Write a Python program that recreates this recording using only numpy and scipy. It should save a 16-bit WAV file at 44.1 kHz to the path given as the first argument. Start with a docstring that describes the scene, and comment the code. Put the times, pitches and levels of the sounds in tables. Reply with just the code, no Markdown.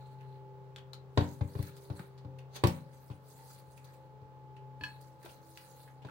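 """A motor hums steadily in a small, hard kitchen, over soft moving air: shaft orders and shaped noise.
Over it, from the start, a gloved hand squelches over raw chicken: crackles of tiny snaps, and wet smacks.
A plastic bowl is set down and rocks: knocks built from low thumps, ringing modes and bursts of noise.
The hand moves the meat into a glass dish: one piece slips free and slaps down, and another makes the
glass clink with short damped modes."""
import sys
import numpy as np
from scipy import signal
from scipy.fft import rfft, irfft, next_fast_len
from scipy.io import wavfile
from scipy.ndimage import uniform_filter1d, map_coordinates

SR = 44100
rng = np.random.default_rng(int(sys.argv[2]) if len(sys.argv) > 2 else 0)


def generate_wav(signal):
    """Clip the signal to [-1, 1] and save it as 16-bit WAV at the path in sys.argv[1]."""
    frames = np.transpose(np.atleast_2d(signal))
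    scaled = np.clip(frames, -1, 1) * 32767
    pcm = np.round(scaled).astype(np.int16)
    wavfile.write(sys.argv[1], SR, pcm)


N = 269010  # length in samples

# Moving air, spectrum: f/Hz, relative level/dB
AIR_SPECTRUM = [(15, -63), (25, -32), (76, -5.5), (120, -9.5), (152, -3.5), (228, -17.5), (527, -13.5),
                (672, -17), (791, -20), (857, -14.5), (1040, -17), (1980, -29.5), (4450, -37.5),
                (11100, -51.5), (15800, -40)]
# Left-right likeness of the air: f/Hz, correlation
AIR_LIKENESS = [(100, 0.33), (500, 0.56), (1000, 0.0032), (1800, 0), (10000, 0)]
# Motor's three main tones, before trims and waver: t/s, hum level/dB, drone level/dB, whine level/dB
MOTOR_LEVELS = [(0.0, -51, -67.5, -60), (0.46, -52.5, -58, -60.5), (1.0, -53.5, -62.5, -71.5),
                (1.83, -55.5, -59.5, -72.5), (2.41, -51, -65, -67.5), (3.18, -56.5, -76, -70.5),
                (4.25, -58.5, -74.5, -63.5), (4.62, -54, -61.5, -58.5), (4.98, -54.5, -80, -61.5),
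                (5.4, -62, -91, -67), (6.1, -55, -74, -65)]
# Motor's faint shaft orders, before waver: multiple of shaft speed, level/dB
FAINT_ORDERS = [(8, -79.5), (10, -78.5), (13, -75), (14, -79), (15, -78), (16, -70.5), (17, -77),
                (24, -77.5), (27, -77.5)]
# Hand gripping or sliding over meat, before trims: t/s, hold/s, glove fizz level/dB, wet squish level/dB
GRIP_EVENTS = [(0.0, 0.1, -72, -66.5), (.2, 0.16, -82.5, -69.5), (1.205, 0.11, -58, -59.5),
               (1.473, .11, -61, -62.5), (1.599, 0.077, -59.5, -56.5), (1.77, 0.1, -64, -67.5),
               (1.971, 0.023, -60, -57.5), (2.656, 0.092, -58.5, -60), (2.933, 0.19, -68.5, -72),
               (3.284, 0.053, -62, -75), (3.372, 0.2, -60, -62.5), (3.71, 0.059, -67.5, -85),
               (3.846, 0.093, -69, -66.5), (4.853, 0.048, -65, -60.5), (5.016, 0.066, -68, -73),
               (5.247, 0.081, -62, -61), (5.47, 0.062, -62, -66.5), (5.586, 0.25, -59.5, -62)]
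# Bright fizz of glove and spray, spectrum: f/Hz, relative level/dB
FIZZ_SPECTRUM = [(2350, -28), (4000, -8), (4780, -3.5), (5360, -10), (9980, -5.5), (11700, -7.5),
                 (15200, -4), (15800, -0.5)]
# Wet squish, also the dish's contact tick, spectrum: f/Hz, relative level/dB
SQUISH_SPECTRUM = [(700, -15), (1500, 6), (2600, -0.5), (3400, -1), (4300, 8), (5400, -27), (8000, -15.5)]
# Wet smacks and glove snaps, before trims: t/s, cavity level/dB, cavity f/Hz, spray level/dB
SMACK_EVENTS = [(0.201, -60, 2720, -87), (0.76, -48.5, 3400, -83), (0.78, -47.5, 3130, -85),
                (0.932, -44.5, 4070, -53.5), (1.409, -47.5, 2100, -82), (1.625, -52, 2350, -42),
                (1.765, -62, 3550, -57), (1.901, -57, 1100, -76), (1.992, -46.5, 1250, -60),
                (2.177, -57, 4140, -85), (2.385, -52.5, 2770, -67), (2.638, -25, 2300, -30.5),
                (2.671, -41, 2490, -32), (2.672, -37.5, 5450, -42), (3.111, -56, 2750, -81),
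                (3.528, -78, 4960, -52), (3.771, -61, 2390, -61), (3.842, -58, 4060, -53),
                (3.932, -65, 2490, -59), (4.564, -54.5, 2750, -81), (5.009, -77, 1690, -51.5),
                (5.228, -55.5, 1660, -53), (5.25, -59, 2320, -49), (5.256, -45, 830, -75),
                (5.291, -53, 2950, -56), (5.573, -48.5, 2600, -51), (5.875, -52, 1750, -76),
                (6.019, -56.5, 2800, -80), (6.048, -51.5, 746, -78), (6.064, -59, 2640, -70),
                (6.086, -45.5, 1440, -76)]
# Bowl wall stirred by a smack, spectrum: f/Hz, relative level/dB
WALL_SPECTRUM = [(400, 4), (1600, 8.5), (4500, 0.0), (7000, -47)]
# Sliding glove, spectrum: f/Hz, relative level/dB
GLOVE_SPECTRUM = [(1000, -5.5), (3000, -10), (4500, -1.5), (5400, -13), (6200, -5), (7500, -16.5),
                  (15000, -17)]
# Taps on the glass dish, before trims: t/s, level/dB
CLINK_EVENTS = [(4.81, -40), (4.836, -26)]
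# Glass dish modes: f/Hz, relative level/dB, t60/s
GLASS_MODES = [(1006, -5, 0.11), (1653, 4, 0.097), (1730, 5, 0.088), (2564, 2.5, 0.066), (2620, -5.5, 0.13),
               (2940, -5, 0.071), (3270, -7, 0.12), (3780, -15, 0.059), (4290, -10, 0.24),
               (4414, -3.5, 0.11), (5210, -16, 0.14), (5730, -23, 0.12)]
# The dish's blurred weak modes, spectrum: f/Hz, relative level/dB
SHIMMER_SPECTRUM = [(500, -21), (1000, 2), (3200, -4), (6000, -11), (10000, -23), (15000, -23)]
# Blows that reach the counter, before trims: t/s, thump level/dB, slap level/dB, thump f/Hz
KNOCK_EVENTS = [(1.174, -19.5, -22, 105), (1.208, -37, -33.5, 115), (1.409, -24.5, -43, 104),
                (1.552, -33.5, -45.5, 108), (1.590, -27, -49, 110), (1.900, -33, -45.5, 116),
                (1.994, -44.5, -50, 162), (2.247, -39.5, -55.5, 117), (2.637, -19, -20, 117),
                (2.67, -36.5, -51, 95), (3.100, -38, -51, 123), (4.216, -48.5, -63, 120),
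                (4.81, -44.5, -54.5, 79.4), (5.246, -67, -49, 100), (6.048, -44, -46, 128)]
# Counter and what stands on it, modes: f/Hz, relative level/dB, t60/s
COUNTER_MODES = [(178.4, 4, 0.32), (239.3, -9.5, 0.47), (292.5, 1, 0.31), (404, 2.5, 0.089),
                 (482.2, -4.5, 0.27), (537, -11, 0.4), (569, -4.5, 0.24), (832, -3, 0.19),
                 (850, -10, 0.085), (1000, -5, 0.05), (1085, -3, 0.076)]
# Counter's deep panel modes: f/Hz, relative level/dB, t60/s
BOOM_MODES = [(66.5, -8, 0.26), (91.3, 5, 0.31), (124, -1, 0.16), (152.2, -5.5, 0.54)]
# Hollow knock of bowl or dish on the counter, modes: f/Hz, relative level/dB, t60/s
HOLLOW_MODES = [(348, -5.5, 0.16), (415, 0, 0.059), (454, -7, 0.023), (685, -14, 0.051)]
# Slap of a hard contact, spectrum: f/Hz, relative level/dB
SLAP_SPECTRUM = [(150, -16.5), (250, -6.5), (509, -15.5), (649, -5.5), (951, -2.5), (1300, -17.5),
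                 (1600, -14.5), (2040, -24.5), (2430, -19), (2790, -22), (3370, -21.5), (4450, -21.5),
                 (5680, -33.5), (9390, -41.5), (15800, -90)]
# Kitchen echo: f/Hz, t60/s
KITCHEN_DECAY = [(100, 0.62), (500, 0.32), (2000, 0.28), (5000, 0.18), (14000, 0.12)]
# Colour of the two ports: f/Hz, left minus right level/dB
PORT_BALANCE = [(120, 6), (280, 0), (450, -1.5), (1000, -1.5), (2600, 0), (4400, 7), (6000, -5), (8500, -8),
                (10500, -6), (13000, 7.5), (15500, -2)]

SHAFT_HZ = 32.92
HUM_DB, DRONE_DB, WHINE_DB = 0, -0.5, 2.5  # trims
GRIP_RISE_DB_PER_S, GRIP_FALL_DB_PER_S = 298, 143
FIZZ_DB, SQUISH_DB = -3.5, -8.5  # trims
CLUMP_DB, CLUMPS_PER_S, PATCHY_DB = 2, 49, 2.5
SMACK_S, SMACK_REF_DB, HALVING_DB = 0.022, -51, 15  # time to fall 30 dB at the reference; dB per halving
SLIP_S, SLIP_DB = 2.566, -44  # a drumstick slides out of the glove and comes free
SLIP_RISE_DB_PER_S, SLIP_FALL_DB_PER_S = 661, 1700
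THUMP_DB, SWELL_S = 5.5, 0.0075  # counter's heave: trim, time to its crest
RETURN_S, RETURN_DB = 0.0344, -11.5  # the heave comes back once from the far wall
BOOM_DB, BOOM_RISE_S = -4.5, 0.076  # trim relative to the thump, rise time constant
HOLLOW_DB = 0.5  # trim relative to the slap
RING_DB, RING_SLAP_SHARE = -0.5, 0.46  # counter's ring: trim, slap's share of its level in dB
SLAP_DB, SLAP_T60_S, CONTACT_S = 1, 0.051, 0.00097
BASS_CUT_HZ, TOP_HZ = 81, 15900  # knock high-pass, overall band limit


def amp(db):
    """Decibels to gain."""
    return 10 ** (np.asarray(db) / 20)


def unit(x):
    """Scale to rms 1."""
    return x / np.sqrt(np.mean(x ** 2) + 1e-20)


def along(points, hz):
    """Read (f/Hz, value) points along a log frequency axis."""
    f, value = np.transpose(points)
    return np.interp(np.log(hz + 1), np.log(f + 1), value)


def curves(rows):
    """One value per sample for each column after the time."""
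    s, *columns = np.transpose(rows)
    return [np.interp(np.arange(N) / SR, s, column) for column in columns]


def wobble(rate):
    """A smooth random curve with the given number of knots a second."""
    knots = rng.standard_normal(int(N * rate / SR) + 4)
    coarse = np.arange(0, len(knots), 1 / 8)
    smooth = map_coordinates(knots, [coarse], mode="nearest")
    return np.interp(np.arange(N) * rate / SR, coarse, smooth)


def filtered(x, response):
    """Multiply the spectrum of x by a response of frequency."""
    n = x.shape[-1]
    padded = next_fast_len(n + SR // 20, True)
    hz = np.fft.rfftfreq(padded, 1 / SR)
    return irfft(rfft(x, padded) * response(hz), padded)[..., :n]


def coloured(x, spectrum):
    """Shape x by a spectrum, at rms 1."""
    return unit(filtered(x, lambda hz: amp(along(spectrum, hz))))


def add(track, s, sound):
    """Mix a sound into the track from time s."""
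    start = round(s * SR)
    track[:, start:start + sound.shape[-1]] += sound[:, :N - start]


def stroke(s, length, rise, fall):
    """Gain that rises to 1 at time s, holds for a length and falls; slopes in dB per second."""
    t = np.arange(0, N, 64) / SR
    gain_db = -rise * np.maximum(s - t, 0) - fall * np.maximum(t - s - length, 0)
    return np.interp(np.arange(N) / SR, t, amp(gain_db))


def ring(modes, t, scatter_db, apart_hz, opposed):
    """Damped modes at two ports, whose phases part with frequency up to apart_hz by the opposed share."""
    hz, db, t60 = np.transpose(modes)[:, :, None]
    apart = np.pi / 2 * np.minimum((hz / apart_hz) ** 2, 1)
    start = apart * rng.uniform(-2, 2, hz.shape)
    split = apart * (opposed + rng.uniform(-0.1, 0.1, hz.shape))
    fade = amp(db + scatter_db * rng.standard_normal(hz.shape) - 60 * t / t60)
    phase = 2 * np.pi * hz * t + start
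    pair = np.array([(fade * np.sin(phase + side * split)).sum(0) for side in (-1, 1)])
    return pair / np.linalg.norm(amp(db))


def room(x, wet_db):
    """Add the kitchen's echo, a noise tail with each frequency dying at its own speed."""
    hz, t, z = signal.stft(rng.standard_normal((2, SR // 2)), SR, nperseg=256)
    decay = amp(-60 * t / along(KITCHEN_DECAY, hz)[:, None])
    tail = signal.istft(z * decay, SR, nperseg=256)[1]
    tail *= 1 - np.exp(-np.arange(tail.shape[1]) / SR / 0.00053)
    echo = signal.fftconvolve(x, tail / np.linalg.norm(tail[0]), axes=1)[:, :x.shape[1]]
    return x + amp(wet_db) * echo


def patchy(x, depth_db):
    """Let the colour of x shift at random from moment to moment."""
    z = signal.stft(x, nperseg=256)[2]
    field = uniform_filter1d(rng.standard_normal(z.shape[1:]), size=12, axis=0)  # across frequency
    field = uniform_filter1d(field, size=24, axis=1)  # across time
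    return signal.istft(z * amp(depth_db * unit(field)), nperseg=256)[1][:, :N]


def crackle(spectrum, rate, spread_db, blur, cycles):
    """Tiny wet snaps, each at its own pitch and size and unequal at the two ports, on a soft hiss."""
    when, pitch, size, turn = rng.random((int(rate * N / SR), 4)).T[:, :, None]
    lowest, highest = spectrum[0][0], spectrum[-1][0]
    hz = lowest + pitch * (highest - lowest)
    step = np.arange(SR // 500)
    fade = amp(spread_db * size ** 2 - 60 * step / SR * hz / cycles)  # 60 dB down after these cycles
    pops = fade * np.sin(2 * np.pi * hz * step / SR)
    slots = ((when * N).astype(int) + step).ravel()
    pair = np.array([np.bincount(slots, (pops * port(2 * np.pi * turn)).ravel(), N)[:N]
                     for port in (np.cos, np.sin)])
    return coloured(unit(pair) + blur * rng.standard_normal((2, N)), spectrum)


def air():
    """Moving air as shaped noise, partly shared by the ports below 1 kHz, most near 500 Hz."""
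    def mid_side(hz):
        turn = np.arccos(np.clip(along(AIR_LIKENESS, hz), -1, 1)) / 2
        return np.array([np.cos(turn), np.sin(turn)])

    mid, side = filtered(rng.standard_normal((2, N)), mid_side)
    level = amp(-62.0 + 0.13 * wobble(1.9))
    return level * coloured(np.array([mid + side, mid - side]), AIR_SPECTRUM)


def motor():
    """A hum at four times the shaft speed, with higher orders that swell and fade in the room."""
    hum_db, drone_db, whine_db = curves(MOTOR_LEVELS)
    shaft = 2 * np.pi * np.cumsum(SHAFT_HZ + 0.04 * wobble(4)) / SR  # phase in radians

    def line(order, db, waver_db):
        level = amp(db + waver_db * wobble(7))
        return level * np.sqrt(2) * np.sin(order * shaft + rng.uniform(0, 2 * np.pi))

    hum = line(order=4, db=hum_db + HUM_DB, waver_db=1.55)
    drone = line(order=12, db=drone_db + DRONE_DB, waver_db=-0.7)
    whine = line(order=26, db=whine_db + WHINE_DB, waver_db=0.7)
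    faint = sum(line(order=round(k), db=db, waver_db=4.5) for k, db in FAINT_ORDERS)
    return hum + whine + faint + drone * amp([[-2], [2]])  # drone leans right


def squelch():
    """With each grip, wet skin and the thin glove stick and peel in small clumps."""
    grips = np.array([stroke(s, length, GRIP_RISE_DB_PER_S, GRIP_FALL_DB_PER_S)
                      for s, length, *_ in GRIP_EVENTS])
    glove, wet = np.sqrt(amp(np.transpose(GRIP_EVENTS)[2:]) ** 2 @ grips ** 2)  # grips add as power
    clumps_db = CLUMP_DB * wobble(CLUMPS_PER_S)
    fizz = crackle(FIZZ_SPECTRUM, rate=1600, spread_db=14.5, blur=1.0, cycles=44)
    fizz *= glove * amp(FIZZ_DB + clumps_db)
    squish = crackle(SQUISH_SPECTRUM, rate=500, spread_db=11.5, blur=1.0, cycles=8.5)
    squish *= wet * amp(SQUISH_DB + clumps_db)
    return room(patchy(fizz + squish, PATCHY_DB), wet_db=-3.0)


def slip():
    """A piece slides through the glove: grainy rubbing noise swells steeply, then stops as it comes free."""
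    slide = stroke(SLIP_S, 0, SLIP_RISE_DB_PER_S, SLIP_FALL_DB_PER_S)
    grainy = rng.standard_normal((2, N)) * amp(2.7 * wobble(600))
    rub = coloured(grainy, GLOVE_SPECTRUM)
    return room(amp(SLIP_DB) * slide * rub, wet_db=-2)


def smacks():
    """A wet film parts: tiny snaps pop in a small cavity, stir the bowl's wall and spray treble."""
    track, t = np.zeros((2, N)), np.arange(SR // 8) / SR
    for s, db, hz, spray_db in SMACK_EVENTS:
        grain = map_coordinates(rng.standard_normal(len(t)), [t * 900])
        snaps = rng.standard_normal((2, len(t))) * amp(4.9 * grain)
        # one damped resonance
        cavity = unit(filtered(snaps, lambda f: 1j * f / (hz * hz - f * f + 1j * f * hz * 0.18)))
        wall = coloured(snaps[::-1], WALL_SPECTRUM)
        spray = coloured(snaps, FIZZ_SPECTRUM)
        # stronger smacks are shorter
        age = t / SMACK_S * 2 ** ((max(db, spray_db) - SMACK_REF_DB) / HALVING_DB)
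        fade = amp(-30 * age) * (1 - np.exp(-10 * age))
        pop = amp(db) * (cavity + amp(-4.0) * wall)
        add(track, s, (pop + amp(spray_db + 3.0) * spray) * fade)
    return room(track, wet_db=-2.5)


def clinks():
    """The dish rings briefly, damped by meat and the towel under it; weak modes blur into a shimmer."""
    track, t = np.zeros((2, N)), np.arange(SR // 4) / SR
    for s, db in CLINK_EVENTS:
        tick = amp(-12.5 - 60 * t / 0.02) * coloured(rng.standard_normal((2, len(t))), SQUISH_SPECTRUM)
        shimmer = amp(-18.5 - 60 * t / 0.14) * coloured(rng.standard_normal((2, len(t))), SHIMMER_SPECTRUM)
        glass = ring(GLASS_MODES, t, scatter_db=1.5, apart_hz=1500, opposed=0.45)
        add(track, s, amp(db - 4.0) * (glass + tick + shimmer))
    return room(track, wet_db=-8)


def knocks():
    """Blows heave the counter for a few cycles and ring it; hard contact adds a slap and a hollow knock."""
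    solid, airborne, t = np.zeros((2, N)), np.zeros((2, N)), np.arange(SR // 3) / SR
    contact = 1 - np.exp(-t / CONTACT_S)
    for s, thump_db, slap_db, hz in KNOCK_EVENTS:
        def heave(u):
            swell = (u / SWELL_S * np.exp(1 - u / SWELL_S)) ** 3
            return swell * np.sin(2 * np.pi * hz * u)

        returned = amp(RETURN_DB) * heave(np.maximum(t - RETURN_S, 0))
        thump = amp(thump_db + THUMP_DB) * (heave(t) + returned)
        boom = amp(thump_db + BOOM_DB) * ring(BOOM_MODES, t, scatter_db=2, apart_hz=600, opposed=0.88)
        boom *= 1 - np.exp(-t / BOOM_RISE_S)
        hollow = amp(slap_db + HOLLOW_DB) * ring(HOLLOW_MODES, t, scatter_db=4.0, apart_hz=960, opposed=1.0)
        force_db = thump_db + RING_SLAP_SHARE * (slap_db - thump_db)
        body = amp(force_db + RING_DB) * ring(COUNTER_MODES, t, scatter_db=2.0, apart_hz=852, opposed=0.66)
        slap = coloured(rng.standard_normal((2, len(t))), SLAP_SPECTRUM)
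        slap *= amp(slap_db + SLAP_DB - 60 * t / SLAP_T60_S)
        add(solid, s, thump + boom + (body + hollow) * contact)
        add(airborne, s, slap * contact)
    # the microphones pick up little of the deepest bass
    bass_cut = signal.butter(N=4, Wn=BASS_CUT_HZ, btype="highpass", fs=SR, output="sos")
    return signal.sosfilt(bass_cut, solid) + room(airborne, wet_db=-5.0)


def scene():
    """Everything heard at the counter; the left port lags the right in phase for the steady sounds."""
    lag = np.exp(0.18j * np.array([[-1], [1]]))  # radians, the same at every frequency
    steady = filtered(air() + motor(), lambda hz: lag)
    return steady + squelch() + slip() + smacks() + clinks() + knocks()


def record(dry):
    """The two ports colour the sound differently; nothing passes above the band limit."""
    half = np.array([[0.5], [-0.5]])  # left and right each take half the difference
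    return filtered(dry, lambda hz: amp(along(PORT_BALANCE, hz) * half) * (hz < TOP_HZ))


dry = scene()
out = record(dry)
generate_wav(out)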